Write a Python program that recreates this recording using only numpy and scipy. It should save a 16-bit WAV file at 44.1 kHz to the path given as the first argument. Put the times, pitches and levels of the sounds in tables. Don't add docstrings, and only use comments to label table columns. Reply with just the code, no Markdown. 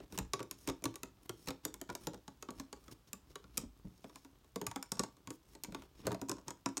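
import sys
import numpy as np
from scipy import signal
from scipy.fft import rfft, irfft
from scipy.io import wavfile

SR = 44100
rng = np.random.default_rng(int(sys.argv[2]) if len(sys.argv) > 2 else 0)


def int16_out(signal):
    q = np.round(np.clip(np.atleast_2d(signal).T, -1, 1) * 32767)
    wavfile.write(sys.argv[1], SR, q.astype(np.int16))


N = 299880


def undb(db):
    return 10 ** (np.asarray(db) / 20)


def unit(x):
    return x / np.sqrt(np.sum(x ** 2) + 1e-18)


def decay(t, t60):
    return np.exp(-np.log(1000) * t / t60)


def ring(t, hz, t60):
    return np.sin(2 * np.pi * hz * t) * decay(t, t60)


def band(x, lo_hz, hi_hz, order=3):
    edges = [lo_hz, min(hi_hz, SR / 2 - 1)]
    return signal.sosfilt(signal.butter(order, edges, "band", fs=SR, output="sos"), x)


def colour(x, points):
    hz, db = np.transpose(points)
    f = np.maximum(np.fft.rfftfreq(len(x), 1 / SR), 1)
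    gain = undb(np.interp(np.log(f), np.log(hz), db))
    return unit(irfft(rfft(x) * gain, len(x))) * np.sqrt(len(x))


def resonance(hz, centre_hz, q):
    return -10 * np.log10(1 + (q * (hz / centre_hz - centre_hz / hz)) ** 2)


def walk(rate):
    knots = rng.standard_normal(1024)
    return np.interp(np.arange(N) / SR * rate, np.arange(len(knots)), knots)


def add(track, start_s, sound):
    i = int(np.clip(start_s * SR, 0, N - 1))
    track[i:i + len(sound)] += sound[:N - i]


def friction(slips_per_s, spread_db, smooth_db, slip_s=0.0019):
    slip_happens = rng.random(N) < slips_per_s / SR
    slip_size = undb(spread_db * np.minimum(rng.exponential(size=N), 3))
    grip = signal.lfilter([1], [1, -np.exp(-1 / (slip_s * SR))], slip_happens * slip_size)
    scratches = unit(grip * rng.standard_normal(N))
    slide = unit(rng.standard_normal(N))
    return scratches + undb(smooth_db) * slide


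# frequency in Hz, relative level per Hz in dB.
ROOM_TONE_COLOUR = [(25, -10.5), (55, 13.5), (80, 0.5), (115, 1.5), (300, -12), (750, -14.5), (1050, -13.5),
                    (2000, -22.5), (3300, -20.5), (6300, -23.5), (10000, -28), (16000, -25)]


def room_tone(level_db=-67.5, wander_db=0.24):
    return colour(rng.standard_normal(N), ROOM_TONE_COLOUR) * undb(level_db + wander_db * walk(1))


# lowest in Hz, highest in Hz, t60 in seconds, level in dB.
ROOM_BANDS = [(102.8, 458, 0.22, -7), (486, 1680, 0.28, -13), (1580, 5450, 0.27, -14),
              (4880, 9400, 0.19, -16), (9000, 17000, 0.1, -17.5)]


def room(x, gap_s=0.0011, build_s=0.0045):
    t = np.arange(SR // 2) / SR
    onset = 1 - np.exp(-np.maximum(t - gap_s, 0) / build_s)
    response = 0
    for lo_hz, hi_hz, t60, db in ROOM_BANDS:
        tail = band(rng.standard_normal(len(t)), lo_hz, hi_hz) * onset * decay(t, t60)
        width_gain = np.sqrt(2 * (hi_hz - lo_hz) / SR)
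        response = response + unit(tail) * undb(db) * width_gain
    return signal.fftconvolve(x, response)[:N]


# frequency in Hz, relative level per Hz in dB.
FRAME_SPECTRUM = [(50, 7), (120, 6.5), (190, 4), (380, 3), (560, -10), (760, -10.5), (1050, -9),
                  (1600, -18), (3000, -18), (8000, -36)]


def fidget(creak_db=-72, tick_db=-86):
    creaks = colour(friction(slips_per_s=80, spread_db=4.5, smooth_db=-5), FRAME_SPECTRUM)
    sparse_slips = friction(slips_per_s=20, spread_db=2, smooth_db=-20)
    ticks = unit(band(sparse_slips, 1500, 13000, order=1)) * np.sqrt(N)
    return undb(creak_db) * creaks + undb(tick_db) * ticks


BUMP_HZ, BUMP_T60_S, BUMP_DAMPING = 110, 0.15, 0.92
SWAY_HZ, SWAY_T60_S, SWAY_DB = 49.3, 0.11, -8
# start in seconds, level in dB of the rocking before its soft onset, pitch in Hz.
TABLE_BUMPS = [ (0.191, -40.5, 113), (.207, -36, 58.4), (0.68, -47.5, 58), (.855, -46, 114),
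               (2.071, -54, 112), (3.582, -43, 168), (3.633, -34.5, 249), (3.643, -47, 50.5),
               (3.847, -33.5, 181.7), (3.849, -43.5, 103.5), (4.617, -47, 123), (4.669, -43, 105),
               (4.994, -47, 162), (5.275, -51, 128), (5.683, -35.5, 212), (6.068, -32.5, 121),
               (6.077, -43, 113), (6.355, -56, 227), ]


def bumps(rise_s=0.0047, spread=1.66, dull_db=-6):
    out = np.zeros(N)
    t = np.arange(SR // 3) / SR
    soft_onset = 1 - np.exp(-t / rise_s)
    sway = undb(SWAY_DB) * ring(t, SWAY_HZ, SWAY_T60_S)
    for start_s, db, hz in TABLE_BUMPS:
        t60 = BUMP_T60_S * (BUMP_HZ / hz) ** BUMP_DAMPING
        rock = ring(t, hz, t60)
        fading_noise = rng.standard_normal(len(t)) * decay(t, t60)
        cluster = band(fading_noise, hz / spread, hz * spread, order=2)
        cluster = unit(cluster) * np.linalg.norm(rock)
        thud = rock + undb(dull_db) * cluster + sway
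        add(out, start_s, undb(db) * thud * soft_onset)
    return out


# centre in Hz, width in Hz, boost in dB.
PEG_RUB_RINGS = [(3860, 150, 6), (5400, 200, 11.5), (5400, 170, -2.5), (6550, 370, 4), (7440, 200, -14),
                 (8580, 200, 3)]
# start in seconds, end in seconds, hiss level in dB,
# centre of the hiss in Hz, frame level in dB; both levels before the trims hiss_db and frame_db.
LOOP_RUBS = [ (0, 0.048, -77, 3000, -55.5), (0.093, 0.171, -62.5, 8400, -50.5),
             (0.562, 0.663, -61.5, 8000, -64.5), (0.661, 0.707, -52, 2960, -46.5),
             (1.217, 1.269, -68.5, 11000, -61.5), (1.293, 1.486, -66, 7660, -66),
             (1.466, 1.497, -47, 3080, -47), (1.632, 1.65, -63, 4500, -57), (1.917, 1.932, -62, 8000, -50),
             (1.972, 2.073, -63.5, 9000, -57.5), (2.541, 2.62, -64.5, 7000, -56),
             (2.722, 2.922, -75, 8700, -67), (2.907, 2.936, -54.5, 7440, -49.5),
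             (3.072, 3.094, -60, 5200, -57), (3.264, 3.342, -72, 5000, -61.5),
             (3.518, 3.654, -66, 4660, -55.5), (3.8, 4.283, -71, 5400, -81), (4.967, 5.015, -58, 5500, -51),
             (5.29, 5.366, -65.5, 9900, -78), (5.448, 5.558, -68.5, 7640, -63),
             (5.687, 5.87, -74, 6900, -56), (5.942, 6.035, -66, 4300, -54.5),
             (6.027, 6.087, -72, 4500, -44), (6.458, 6.496, -67, 6000, -51), ]


def rubs(hiss_q=0.95, frame_db=-1, hiss_db=-2, peg_hz=5400, peg_q=4, peg_db=3):
    out = np.zeros(N)
    scratch = friction(slips_per_s=380, spread_db=4.5, smooth_db=0) * undb(2 * walk(70))
    hz = np.geomspace(100, 20000, num=600)
    peg_ring_db = peg_db * undb(resonance(hz, peg_hz, peg_q))
    for ring_hz, width_hz, boost_db in PEG_RUB_RINGS:
        peg_ring_db = peg_ring_db + boost_db * undb(resonance(hz, ring_hz, ring_hz / width_hz)) ** 2
    for start_s, end_s, treble_db, centre_hz, body_db in LOOP_RUBS:
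        drag = scratch[int(start_s * SR):int(end_s * SR)]
        hiss_curve_db = resonance(hz, centre_hz, hiss_q) + peg_ring_db
        hiss = colour(drag, np.transpose([hz, hiss_curve_db]))
        body = colour(drag, FRAME_SPECTRUM)
        progress = np.linspace(0, 1, len(drag), endpoint=False)
        tension = np.sin(np.pi * progress ** 2) ** .5
        rub = undb(treble_db + hiss_db) * hiss + undb(body_db + frame_db) * body
        add(out, start_s, tension * rub)
    return out


GRAZE_S, GRAZE_DB = 0.0038, -19
# start in seconds, strength in dB (each part then adds its own levels), hardness in dB per octave
# above the plate, weight on the frame in dB relative to the strength, favoured frame mode in Hz,
# favoured plate mode in Hz.
HOOK_CONTACTS = [(0.002, -56, -4.5, 6.5, 392, 623), (0.124, -57.5, 1.3, 9, 307, 905),
                 (0.1765, -44.5, 0.7, -1, 186, 907), (0.187, -42, 1.65, 2.5, 181, 890),
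                 (0.3345, -36, 0.35, -3, 392, 1112), (0.393, -48, -2.5, -8, 420, 1180),
                 (0.4034, -47, -3, 7, 410, 1140), (0.4285, -58, 2.1, 3, 385, 596),
                 (0.5114, -53.5, 4.5, -0.5, 354, 1050), (0.6747, -46.5, 2.0, 10.5, 396, 924),
                 (0.6875, -44.5, -0.5, 4.5, 404, 920), (0.6979, -47.5, 0.5, -4, 384, 1163),
                 (0.822, -66.5, 0.4, 14, 201, 666), (0.84, -49.8, 4.0, 9.5, 347, 1024),
                 (0.8549, -39.5, -0.5, 5.5, 330, 1150), (0.9408, -59.5, -1, 1, 275, 1100),
                 (0.9568, -55.5, 3, 0.5, 393, 1160), (1.0323, -49.5, 2.0, 3.5, 259, 1300),
                 (1.2937, -47.5, 0.65, 6, 370, 1380), (1.4737, -50, -0.3, 4, 185, 910),
                 (1.4853, -47, 0.2, 4, 185, 1300), (1.5054, -47.5, -1, 3, 393, 826),
                 (1.651, -47.5, 4, 6, 320, 1147), (1.741, -56.5, 3, 1, 352, 1000),
                 (1.814, -51, 2, 5, 347, 667), (1.8915, -45, -7.0, -1.5, 184, 990),
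                 (1.8999, -43.5, -3, -2, 343, 1004), (1.9515, -47.5, 1.5, -2, 350, 980),
                 (2.07, -41.5, 0, 4, 177, 866), (2.134, -56, -1.5, 2, 490, 835),
                 (2.1436, -57, 0.1, 6.5, 181, 840), (2.279, -51.5, -1.4, 0, 192, 865),
                 (2.4253, -51, 1.2, -1, 427, 1290), (2.487, -45, -7, 2, 262, 1120),
                 (2.5056, -59, 2.5, 11, 405, 840), (2.5984, -50, 1, 4.5, 263, 1062),
                 (2.7279, -50, 0.3, 0.5, 397, 825), (2.841, -75, 1, -7, 270, 1150),
                 (2.881, -58.5, -1.5, 2, 280, 1295), (3.131, -54.5, 4.5, 3, 254, 1176),
                 (3.356, -49.0, -0.5, -2, 407, 1124), (3.4408, -61.5, -3.5, 3, 178, 1380),
                 (3.5729, -52, 4.1, -2, 182, 1350), (3.5772, -51, 7, 7.5, 178, 1220),
                 (4.0429, -50.5, -5.5, 2, 193, 642), (4.096, -61, -4, 0, 313, 990),
                 (4.1576, -55, 0.0, -8, 273, 1035), (4.248, -61, -1.0, 4.5, 262, 940),
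                 (4.445, -70, -1.5, 0, 190, 1080), (4.559, -45, -0.5, 7.5, 462, 1120),
                 (4.6146, -46, -0.6, 7, 416, 900), (4.6663, -43, 2, -12, 177, 1160),
                 (4.7134, -45, -2.2, -22, 296, 917), (4.76, -41, -1.4, -0.5, 263, 814),
                 (4.8265, -50.5, 3.0, -18, 272, 964), (4.9186, -45, 4, 3, 200, 920),
                 (4.9698, -56.5, -1, -5, 194, 890), (4.994, -38, 2.46, 3.5, 199, 1156),
                 (5.0351, -43, 0.0, -4.5, 274, 903), (5.168, -68, -0.5, 0, 310, 1116),
                 (5.2733, -50.5, 0, 3.5, 188, 1077), (5.3047, -52.8, 2.1, 7, 320, 935),
                 (5.5513, -59, 0.5, 5, 338, 886), (5.636, -56.5, 5.5, 1, 306, 930),
                 (5.6463, -52.5, 0.5, -5, 320, 945), (5.7228, -59, -0.5, 9.5, 180, 676),
                 (5.7467, -44.2, -3, -0.5, 331, 885), (5.8209, -58.0, -1.5, -10, 332, 950),
                 (6.0683, -38, -1.06, 5, 423, 646), (6.0761, -46.5, -3.2, -2, 360, 674),
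                 (6.1069, -45.5, -8, -5, 430, 930), (6.1175, -41, -3.5, 2, 180, 937),
                 (6.1276, -58, 0, 10, 310, 660), (6.1457, -43, -4, -3, 188, 655),
                 (6.215, -48.5, 0.4, 9, 276, 960), (6.2859, -51, 0.7, 2, 322, 985),
                 (6.295, -44.2, 3, 6, 333, 1070), (6.3152, -43.5, 1.4, 1, 304, 1043),
                 (6.3831, -56.5, -3, -5, 199, 974), (6.4816, -46.0, 1.5, -4, 334, 960),
                 (6.5055, -48.5, 1.6, -1.5, 194, 950), (6.6601, -35.4, -0.65, 0, 322, 970),
                 (6.689, -59, 2, 4, 362, 950), (6.77, -46.5, 4, -3, 285, 1082),
                 (6.778, -52, 6, 4.5, 297, 1086)]


def grazes():
    out = np.zeros(N)
    scrape = friction(slips_per_s=900, spread_db=4.5, smooth_db=-6)
    bright = colour(scrape, [(200, -30), (1000, 11), (2000, -1), (6000, 1), (9000, -10), (16000, -3)])
    size = int(GRAZE_S * SR)
    swell = np.linspace(0, 1, size) ** .5
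    for start_s, strength_db, *_ in HOOK_CONTACTS:
        i = int(start_s * SR)
        if i >= size:
            add(out, start_s - GRAZE_S, undb(strength_db + GRAZE_DB) * bright[i - size:i] * swell)
    return out


# frequency in Hz, relative level in dB, t60 in seconds.
LOOM_MODES = [ (115.96, -9, 0.12), (186.7, -3, 0.1), (263.5, -0.5, 0.092), (326.2, -2.5, 0.095),
              (401.2, -1.5, 0.079), (499, -2.5, 0.048), (592, -11.5, 0.041), (654, 1.5, 0.047),
              (853, -14, 0.18), (936.4, 3.5, 0.067), (1044, 3, 0.019), (1122.4, 5, 0.067),
              (1237, -8.5, 0.016), (1400, 11.5, 0.018), (2387, 2, 0.026), (2573, 11, 0.017),
              (2880, -35, 0.027), (3720, 11, 0.013), (4020, 11, 0.021), (5400, 3.5, 0.012),
              (5900, -33, 0.0066), (6610, 6.5, 0.0089), (6810, 2, 0.036), (7840, -6, 0.033),
              (8713, -12, 0.016), (9630, 1.5, .008), (10400, -25.5, 0.0063), (11500, -18.5, 0.0091), ]


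def strike_part(part, favoured_hz=None, favoured_t60=.05, favoured_db=0, focus_db=0, detune=0.016):
    lo_hz, hi_hz, lag_s, rise_s, crowd_t60, crowd_db, trim_db = part
    hz, db, t60 = np.transpose([m for m in LOOM_MODES if lo_hz <= m[0] < hi_hz])
    t = np.arange(SR // 8) / SR
    modes = undb(db)[:, None] * ring(t, hz[:, None], t60[:, None])
    weights = rng.standard_normal((len(HOOK_CONTACTS), len(hz)))
    if favoured_hz is not None:
        octaves_away = np.abs(np.log2(hz / favoured_hz[:, None]))
        weights = weights * undb(-focus_db * octaves_away)
    strong = weights @ modes
    crowd = band(rng.standard_normal(strong.shape) * decay(t, crowd_t60), lo_hz, hi_hz)
    push = 1 - np.exp(-t / rise_s)
    level = undb(trim_db) * np.sqrt(SR * .01)
    stretch = np.exp(detune * rng.standard_normal(len(HOOK_CONTACTS)))
    blows = []
    for k in range(len(HOOK_CONTACTS)):
        detuned = np.interp(t * stretch[k], t, strong[k])
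        blow = unit(detuned) + undb(crowd_db) * unit(crowd[k])
        if favoured_hz is not None:
            blow = blow + undb(favoured_db) * unit(ring(t, favoured_hz[k], favoured_t60))
        blows.append(unit(blow * push) * level)
    return lag_s, blows


def snap_tip(tip, tip_hz, broad_db=-4):
    lag_s, broad_snaps = strike_part(tip)
    snaps = []
    for broad, hz in zip(broad_snaps, tip_hz):
        focused = unit(band(broad, 0.75 * hz, 1.25 * hz, order=1))
        mixed = focused + undb(broad_db) * unit(broad)
        snaps.append(unit(mixed) * np.linalg.norm(broad))
    return lag_s, snaps


TIP_HZ, TIP_SCATTER_OCT = 11400, 0.17
HOOK_OCT, PEG_OCT, TIP_OCT = 1.08, 2.57, 3.55
PEG_OCT_PER_HARDNESS, PEG_SCATTER_OCT = 0.034, 0.13
REBOUND_GAP_S, REBOUND_DB, REBOUND_LOSS_DB = 0.013, -17, 3.5
# lowest in Hz, highest in Hz, lag in seconds,
# rise time in seconds, t60 in seconds of the crowd of weak modes, its level in dB relative to the strong modes, trim in dB.
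LOOM_PARTS = [ (114.87, 600, 0.0012, 0.0027, 0.1, -4, 1), (552, 1650, 0.00052, 0.0009, 0.063, -2, -0.5),
              (1600, 4780, 0.000078, 0.00012, 0.027, 0.5, 0), (4780, 8740, 0.000074, 0.0001, 0.017, 1, -2),
              (8200, 15000, .0001, 0.00006, 0.009, 6, -2), ]
# time in seconds, ring of the peg in Hz at
# hardness zero before scatter, level of the hook's ring in dB, level of the topmost snap in dB
CLICK_PATH = [(0.0, 6200, -4.5, -7), (0.7, 5810, -2.5, -7.5), (1.5, 6480, -0.3, -3.5), (1.95, 5930, -6, -7),
              (2.7, 5850, -4, -10), (3.498, 7030, -1, -4.5), (4.65, 5200, -6, -4.5),
              (5.0, 6950, -7.5, -13.5), (5.7, 6580, -0.7, -6.5), (6.14, 6530, -7, -2),
              (6.3, 6760, -10, -13), (6.8, 6070, -7.5, -21.5)]


def loom(peg_db=-1, hardest=5.2, dull_db=2, count=3):
    times, strength, hardness, weight, frame_hz, plate_hz = np.transpose(HOOK_CONTACTS)
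    frame, plate, hook, peg, tip = LOOM_PARTS
    place_s, *place = np.transpose(CLICK_PATH)
    ring_hz, hook_db, snap_db = (np.interp(times, place_s, column) for column in place)
    levels = [
        strength + weight,
        strength,
        strength + hardness * HOOK_OCT + hook_db,
        strength + hardness * PEG_OCT + peg_db,
        strength + np.minimum(hardness, hardest) * TIP_OCT + snap_db,
    ]
    peg_luck, tip_luck = rng.standard_normal((len(times), 2)).T
    peg_hz = ring_hz * 2 ** (PEG_OCT_PER_HARDNESS * hardness + PEG_SCATTER_OCT * peg_luck)
    tip_hz = TIP_HZ * 2 ** (TIP_SCATTER_OCT * np.clip(tip_luck, -1, 1))
    rebounds_s = np.cumsum(REBOUND_GAP_S * rng.exponential(size=(len(times), count)), axis=1)
    struck = [
        strike_part(frame, frame_hz, favoured_t60=0.052, favoured_db=2, focus_db=4),
        strike_part(plate, plate_hz, favoured_t60=0.043, favoured_db=3, focus_db=9.5),
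        strike_part(hook, detune=.07),
        strike_part(peg, peg_hz, favoured_t60=.004, detune=.03),
        snap_tip(tip, tip_hz),
    ]
    out = np.zeros(N)
    for (lag_s, blows), part_db in zip(struck, levels):
        for start_s, db, blow in zip(times, part_db, blows):
            add(out, start_s + lag_s, undb(db) * blow)
    for rank, ((lag_s, blows), part_db) in enumerate(zip(struck[:4], levels)):
        soft_db = part_db - rank * dull_db + REBOUND_DB
        for start_s, db, blow, delays in zip(times, soft_db, blows, rebounds_s):
            for k, delay in enumerate(delays):
                add(out, start_s + lag_s + delay, undb(db - k * REBOUND_LOSS_DB) * blow)
    return out


def scene():
    near = loom() + grazes() + bumps() + rubs() + fidget()
    return (near + room(near) + room_tone())[None]


def record(dry, bottom_hz=34, top_hz=16000):
    without_rumble = signal.sosfilt(signal.butter(3, bottom_hz, "high", fs=SR, output="sos"), dry)
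    return signal.sosfilt(signal.ellip(8, .2, 70, top_hz, fs=SR, output="sos"), without_rumble)


dry = scene()
out = record(dry)
int16_out(out)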